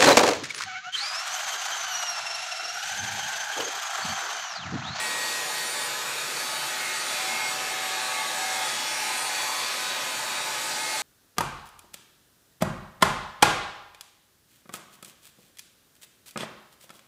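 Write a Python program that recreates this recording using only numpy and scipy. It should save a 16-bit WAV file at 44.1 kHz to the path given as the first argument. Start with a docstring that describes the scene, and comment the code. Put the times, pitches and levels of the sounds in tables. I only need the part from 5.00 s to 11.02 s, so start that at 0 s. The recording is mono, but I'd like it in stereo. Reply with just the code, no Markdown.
"""Hot-air brush in a beard

Small bathroom, hard walls: a hot-air styling brush, close to the microphone, is drawn slowly through a beard.
Air rushes out through the barrel: coloured noise in six registers, with a short room tail.
It rings briefly in gaps against the hair: noise through narrow resonances, faded in and out.
The fan motor whines in a stack of shaft orders, each flanked by side tones from the rectified mains.
As the brush turns, the rush changes colour and single tones swell and fade.
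"""
import sys
import numpy as np
from scipy import signal
from scipy.fft import rfft, irfft, next_fast_len
from scipy.io import wavfile
from scipy.ndimage import uniform_filter1d, map_coordinates

SR = 44100
rng = np.random.default_rng(int(sys.argv[2]) if len(sys.argv) > 2 else 0)


def store_wav(level_fs):
    """Save 16-bit WAV to argv[1]."""
    pcm = np.round(np.clip(np.atleast_2d(level_fs), -1, 1) * 32767)
    wavfile.write(sys.argv[1], SR, pcm.T.astype(np.int16))


N = 265482

# decay of the bathroom tail: pitch_hz, t60_s
BATHROOM_DECAY = [(150, 0.35), (2000, 0.29), (12000, 0.098)]
# how squarely the air outlets face the microphone: time_s, facing (0 turned away to 1 facing)
OUTLET_FACING = [(0, 0.49), (.9, 0.042), (1.8, .03), (2.3, 0.68), (2.7, 0.36), (3.5, 0.88), (4.7, 0.74),
                 (5.7, 0.43), (6, 0.71)]
# broad spectrum of the rushing air, before each register is levelled: pitch_hz, density_db (per Hz, relative)
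AIR_SPECTRUM = [(25, -46), (52, -47), (68, -26), (100, -27.5), (120, -16.5), (300, -13.5), (430, -9),
                (560, -4), (850, -1), (2300, 1), (3100, -6), (4300, -4.5), (7800, -11), (10000, -17),
                (15200, -25)]
# resonances the air excites in room and barrel: pitch_hz, width_hz, lift_db (negative for a dip)
HOLLOW_RESONANCES = [(119.3, 9.7, 5.5), (142, 8.2, 9.5), (219.5, 23, 5), (338, 35, 4), (454, 8.2, -1),
                     (519, 5.5, 8), (590.5, 12.7, 8.5), (633, 11, 2), (687, 8, 3), (704, 17, -10),
                     (880, 57, 7.5), (974, 41, -3), (1340, 26, -4), (1404, 15, 3.5), (1700, 92, 4.5),
                     (1835, 40, -2), (2110, 35, -2), (2504, 67, 4.5), (3590, 94, 4), (5400, 570, -3)]
# brief resonances of the air between barrel and beard: start_s, end_s, pitch_hz, width_hz, level_db (rms)
GAP_RINGS = [ (-.1, 1.4, 480, 60, -52), (.85, 2.6, 1400, 260, -47), (1.05, 1.3, 2480, 200, -43.5),
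             (2.12, 2.5, 2430, 300, -42.5), (2.3, 2.47, 860, 110, -41), (2.55, 3.2, 2626, 200, -46),
             (2.6, 3.7, 1730, 160, -46), (3.3, 3.75, 850, 200, -43), (3.52, 3.7, 1400, 160, -44),
             (3.85, 4.08, 5560, 1100, -40), (4.03, 4.36, 824, 180, -44), (4.1, 5.5, 2470, 280.6, -45.5),
             (4.38, 4.7, 1050, 160, -43), (4.7, 5, 573, 69.95, -48.5), (4.902, 6.1, 882, 50.3, -47.5),
             (5.52, 5.54, 2000, 799, -39)]
# fan shaft speed, sagging slightly under load: time_s, speed_hz (turns per second)
SHAFT_SPEED = [(0, 378.0), (0.85, 377.1), (1.25, 377.9), (2.25, 379.2), (2.75, 378.3), (3.9, 378.5),
               (5.45, 377.6), (5.8, 378.3), (6.02, 379.5)]
# shaft whine at orders that are no multiple of three, before the resting trim: pitch_hz, level_db (rms)
SHAFT_WHINE = [(380, -61), (760, -52.5), (1500, -51.5), (2270, -51), (2650, -51), (4500, -56), (8700, -55),
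               (11000, -61.5), (12000, -63), (15000, -67)]
# commutator whine at every third order, before the resting trim: pitch_hz, level_db (rms)
COMMUTATOR_WHINE = [(1130, -50.5), (3400, -51), (4540, -50.5), (5670, -55.5), (6800, -50), (7940, -50.5),
                    (9080, -50), (10200, -69), (11350, -55.5), (12480, -60), (13600, -60), (15000, -66)]
# mains side tones that beat hardest and steadily: order (of the shaft), side (-1 or 1), level_db (rms)
MAINS_BEATS = [(3, -1, -57), (3, 1, -53), (6, -1, -52), (6, 1, -52.5)]
# tones that stand out while the brush points their way:
# start_s, end_s, order (of the shaft), side (-1, 0 or 1 ripple), level_db (rms, gate fully open)
AIMED_SWELLS = [ (-.1, .24, 5, 0, -37), (-.1, 0.14, 24, 0, -43.5), (-.1, .36, 21, 0, -44),
                (-.1, 1.2, 3, -1, -47.3), (.06, .15, 12, 0, -39.5), (.1, .55, 3, 1, -46.5),
                (.19, 0.34, 12, 0, -38.5), (.19, 1.68, 33, 0, -54), (.23, .57, 18, 0, -45.5),
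                (.24, .42, 5, 0, -37.5), (.38, 0.53, 24, 0, -44), (.42, 0.54, 5, 0, -42.5),
                (.43, .53, 2, 0, -43.5), (.55, 0.71, 5, 0, -39.5), (.55, 0.76, 10, 0, -48),
                (.58, 0.84, 12, 0, -42), (.63, .88, 24, 0, -39.5), (.77, .88, 5, 0, -40),
                (.88, 4.3, 3, 1, -45), (.85, 1.35, 4, 0, -47.5), (.95, 1.3, 18, 0, -47),
                (1.05, 1.24, 10, 0, -45.5), (1.34, 1.7, 12, 0, -42.5), (1.47, 1.66, 10, 0, -44),
                (1.5, 1.65, 24, 0, -46), (1.5, 1.6, 8, -1, -47.5), (1.6, 3, 1, 0, -55.5),
                (1.72, 2.08, 5, 0, -45), (1.79, 1.96, 6, -1, -38.5), (1.8, 1.9, 4, 0, -44),
                (1.95, 2, 21, 0, -42), (1.98, 2.2, 12, 0, -43), (2.05, 2.3, 9, 0, -46),
                (2.05, 2.15, 24, 0, -41.5), (2.12, 2.23, 6, -1, -42.5), (2.15, 2.8, 3, -1, -48),
                (2.2, 2.2, 21, 0, -45), (2.21, 2.35, 2, 0, -40.5), (2.22, 2.4, 24, 0, -47),
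                (2.28, 2.5, 6, -1, -35.7), (2.28, 2.55, 4, 0, -45.3), (2.38, 2.54, 21, 0, -42.3),
                (2.45, 2.68, 2, 0, -40), (2.68, 3.27, 2, 0, -41.3), (2.5, 3.3, 3, 0, -46.5),
                (2.65, 3.04, 6, -1, -43.5), (2.65, 3.25, 18, 0, -48), (2.71, 2.74, 24, 0, -40.5),
                (2.72, 3, 10, 0, -43), (2.72, 3.15, 4, 1, -45), (2.88, 3.1, 11, 0, -45),
                (3, 3.65, 10, 0, -46.5), (3, 3.22, 24, 0, -45), (3.05, 3.33, 3, 0, -43.5),
                (3.1, 3.9, 5, 1, -48), (3.15, 3.23, 6, -1, -36), (3.2, 4.1, 15, 0, -48.5),
                (3.22, 3.64, 4, 1, -42), (3.331, 3.48, 21, 0, -43), (3.34, 3.64, 2, 0, -39.5),
                (3.54, 3.67, 2, 0, -42.5), (3.38, 3.66, 6, -1, -40.7), (3.43, 3.4, 4, 0, -43.7),
                (3.57, 3.96, 9, 0, -42), (3.66, 3.78, 24, 0, -43), (3.68, 4.2, 4, 1, -46),
                (3.72, 3.92, 8, -1, -47), (3.84, 4.14, 6, -1, -42.5), (3.85, 4.5, 6, 1, -45),
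                (3.89, 4.17, 24, 0, -44), (3.97, 4.6, 2, 0, -46), (4.03, 5.6, 3, -1, -44.5),
                (4.15, 4.5, 9, 0, -44), (4.17, 4.29, 24, 0, -39.5), (4.2, 4.6, 5, 0, -44.5),
                (4.2, 5.9, 21, 0, -49), (4.31, 4.7, 12, 0, -41.5), (4.31, 4.6, 33, 0, -55),
                (4.35, 4.72, 3, 0, -44), (4.38, 4.66, 9, 0, -43.3), (4.5, 6.6, 3, 1, -45.5),
                (4.75, 4.96, 10, 0, -44.5), (4.8, 4.92, 4, 0, -41.5), (4.88, 5.1, 2, 0, -48),
                (4.88, 5.1, 9, 0, -44.5), (4.9, 4.9, 24, 0, -45.5), (4.95, 5.1, 15, 0, -47.5),
                (5.07, 5.1, 10, 0, -41.5), (5.27, 6.8, 10, 1, -49.5), (5.29, 5.5, 10, 0, -43),
                (5.34, 5.4, 24, 0, -44), (5.379, 5.56, 15, 0, -46.5), (5.55, 6.1, 5, 0, -48),
                (5.7, 6.1, 11, 0, -45), (5.76, 6, 6, -1, -41.3), (5.79, 6.2, 24, 0, -43.5)]

RIPPLE_HZ = 120  # rectified mains
SEGMENTS, BLADES, ORDER_COUNT = 3, 5, 40
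BLADE_DB, BLADE_OCTAVE_DB = -49.5, -53  # rms, before the resting trim
TOP_HZ = 15300  # upper limit of the microphone


def amp(db):
    """Decibels to gain."""
    return 10 ** (np.asarray(db) / 20)


def unit(x):
    """Scale to rms 1."""
    return x / np.sqrt(np.mean(np.abs(x) ** 2) + 1e-20)


def along(points, hz):
    """Read (pitch_hz, value) points on a log pitch axis."""
    point_hz, values = np.transpose(points)
    return np.interp(np.log(hz + 1), np.log(point_hz + 1), values)


def over_time(points):
    """Read (time_s, value) points at every sample."""
    time_s, values = np.transpose(points)
    return np.interp(np.arange(N) / SR, time_s, values)


def wobble(rate_hz):
    """A smooth random curve through rate_hz random knots a second."""
    coarse = np.linspace(0, N, num=2048)
    knots = rng.standard_normal(size=1024)
    curve = map_coordinates(knots, [coarse * rate_hz / SR], mode="mirror")
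    return np.interp(np.arange(N), coarse, curve)


def filtered(x, response):
    """Multiply the spectrum of x by a response of frequency."""
    size = next_fast_len(N + SR // 2)
    spectrum = rfft(x, size) * response(np.fft.rfftfreq(size, 1 / SR))
    return irfft(spectrum, size)[:N]


def opening(t, start, end, fade_s):
    """A gate with straight fades centred on start and end; a short one opens only partly."""
    return np.clip(np.minimum(t - start, end - t) / fade_s + .5, 0, 1)


def room(x, wet_db):
    """Direct sound plus the tail from hard walls, which dies faster in the treble."""
    hz, t, noise = signal.stft(rng.standard_normal(SR // 2), SR, nperseg=256)
    decay = amp(-60 * t / along(BATHROOM_DECAY, hz)[:, None])
    tail = signal.istft(noise * decay, SR, nperseg=256)[1]
    running = np.concatenate([x[-SR:], x])  # the room is already filled with sound
    echo = signal.fftconvolve(running, tail / np.linalg.norm(tail))[SR:SR + N]
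    return (x + amp(wet_db) * echo) / np.hypot(1, amp(wet_db))


def patches(x, depth_db):
    """Reflections from the hand and face shift slowly, lifting some pitches and dulling others."""
    spectrum = signal.stft(x, nperseg=1024)[2]
    field = rng.standard_normal(spectrum.shape)
    field = uniform_filter1d(field, size=4, axis=0)  # smooth across pitch
    field = uniform_filter1d(field, size=28, axis=1)  # smooth over time
    return signal.istft(spectrum * amp(depth_db * unit(field)), nperseg=1024)[1][:N]


def air_colour(hz):
    """The broad spectrum of the jet, lifted or dipped at each resonance."""
    lift_db = sum(db / (1 + (2 * (hz - centre) / width) ** 2) for centre, width, db in HOLLOW_RESONANCES)
    return amp(along(AIR_SPECTRUM, hz) + lift_db)


def rush(low_hz, high_hz, flutter_db, wet_db, patchy_db):
    """One register of the air noise, near rms 1, fluttering with the turbulence."""
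    def response(hz):
        below_high = 1 / (1 + (hz / high_hz) ** 8)
        above_low = 1 - 1 / (1 + (hz / low_hz) ** 8)
        return air_colour(hz) * np.sqrt(below_high * above_low)

    jet = patches(room(rng.standard_normal(N), wet_db), patchy_db)
    flutter = unit(wobble(2.86) + wobble(9.3))
    return unit(filtered(jet, response)) * amp(flutter_db * flutter)


def outlet(away_db, facing_db):
    """Gain of an air outlet, rising from its turned-away level as it comes to face the microphone."""
    return amp(away_db + over_time(OUTLET_FACING) * (facing_db - away_db))


def airflow():
    """Turbulent air: rumble and duct roar hold their level, the other registers follow the brush's turning."""
    rumble = amp(-46) * rush(low_hz=15, high_hz=595, flutter_db=-0.3, wet_db=-13.5, patchy_db=1.0)
    barrel = outlet(away_db=-42.5, facing_db=-39) * rush(
        low_hz=590, high_hz=1080, flutter_db=-0.04, wet_db=-8.5, patchy_db=2.0)
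    duct = amp(-40.0) * rush(low_hz=1150, high_hz=1720, flutter_db=0.14, wet_db=-8.5, patchy_db=1.2)
    grille = outlet(away_db=-40.0, facing_db=-38.5) * rush(
        low_hz=1900, high_hz=3610, flutter_db=1.1, wet_db=-8.5, patchy_db=2.5)
    hiss = outlet(away_db=-35.5, facing_db=-34.0) * rush(  # between bristles and hair
        low_hz=3170, high_hz=9700, flutter_db=0.5, wet_db=-8, patchy_db=2)
    top_hiss = outlet(away_db=-45.0, facing_db=-43.5) * rush(
        low_hz=8400, high_hz=18000, flutter_db=1.8, wet_db=-10, patchy_db=4.0)
    return rumble + barrel + duct + grille + hiss + top_hiss


def hoots(fade_s=.05):
    """Gaps between barrel and beard open for a moment, and the air rings in them."""
    t = np.arange(N) / SR
    out = np.zeros(N)
    for start, end, centre, width, level_db in GAP_RINGS:
        def peak(hz):
            damping = (hz * width) ** 2
            return damping / (damping + (hz ** 2 - centre ** 2) ** 2)

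        ring = unit(filtered(rng.standard_normal(N), peak))
        out += amp(level_db) * ring * opening(t, start, end, fade_s)
    return out


def order_db(order, hz):
    """Level of one shaft order, set by the part of the motor that repeats at that rate."""
    if order == BLADES:
        return BLADE_DB
    if order == 2 * BLADES:
        return BLADE_OCTAVE_DB
    return along(SHAFT_WHINE if order % SEGMENTS else COMMUTATOR_WHINE, hz)


def tone(phase, scatter, rate_hz):
    """A line near rms 1: a steady direct part plus reflections that drift as the brush moves."""
    phase = ((phase + rng.uniform(0, 2 * np.pi)) % (2 * np.pi)).astype(np.float32)
    in_phase = (1 + scatter * wobble(rate_hz)) * np.sin(phase)
    quadrature = scatter * wobble(rate_hz) * np.cos(phase)
    return (in_phase + quadrature) / np.sqrt(.5 + scatter ** 2)


def motor():
    """Shaft orders with their mains side tones; a tone aimed at the microphone swells and steadies."""
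    whine_db, side_db = .5, -10.5  # resting trim of the orders and of their side tones
    rest_scatter, beat_scatter, aimed_scatter = 0.65, 0.25, 0.12  # drifting reflections against direct sound
    jitter_hz = 0.181  # speed wander, turns per second
    t = np.arange(N) / SR
    speed = over_time(SHAFT_SPEED)
    shaft = 2 * np.pi * np.cumsum(speed + jitter_hz * wobble(14)) / SR
    ripple = 2 * np.pi * RIPPLE_HZ * t
    beats = {(order, side): db for order, side, db in MAINS_BEATS}
    out = np.zeros(N)
    for order in range(1, ORDER_COUNT + 1):
        level_db = order_db(order, order * speed.mean())
        drift_hz = 10 + .4 * order  # short waves fade faster
        for side in (-1, 0, 1):
            trim_db = side_db if side else whine_db
            rest = amp(beats.get((order, side), level_db + trim_db))
            loose = beat_scatter if (order, side) in beats else rest_scatter
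            gain, scatter = rest, loose
            for start, end, its_order, its_side, top_db in AIMED_SWELLS:
                if (its_order, its_side) == (order, side):
                    fade_s = 0.018 + .22 / (order + 2) + 0.06 * (end - start)  # low, long swells are gentler
                    gate = opening(t, start, end, fade_s)
                    gain = gain + gate * (amp(top_db) - rest)
                    scatter = scatter + gate * (aimed_scatter - loose)
            out += gain * tone(order * shaft + side * ripple, scatter, drift_hz)
    return out


def scene():
    """Air and motor reach one close microphone, the same in both channels."""
    brush = airflow() + hoots() + motor()
    return np.array([brush, brush])


def record(dry):
    """The microphone keeps nothing above its band limit."""
    return np.array([filtered(channel, lambda hz: hz < TOP_HZ) for channel in dry])


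dry = scene()
out = record(dry)
store_wav(out)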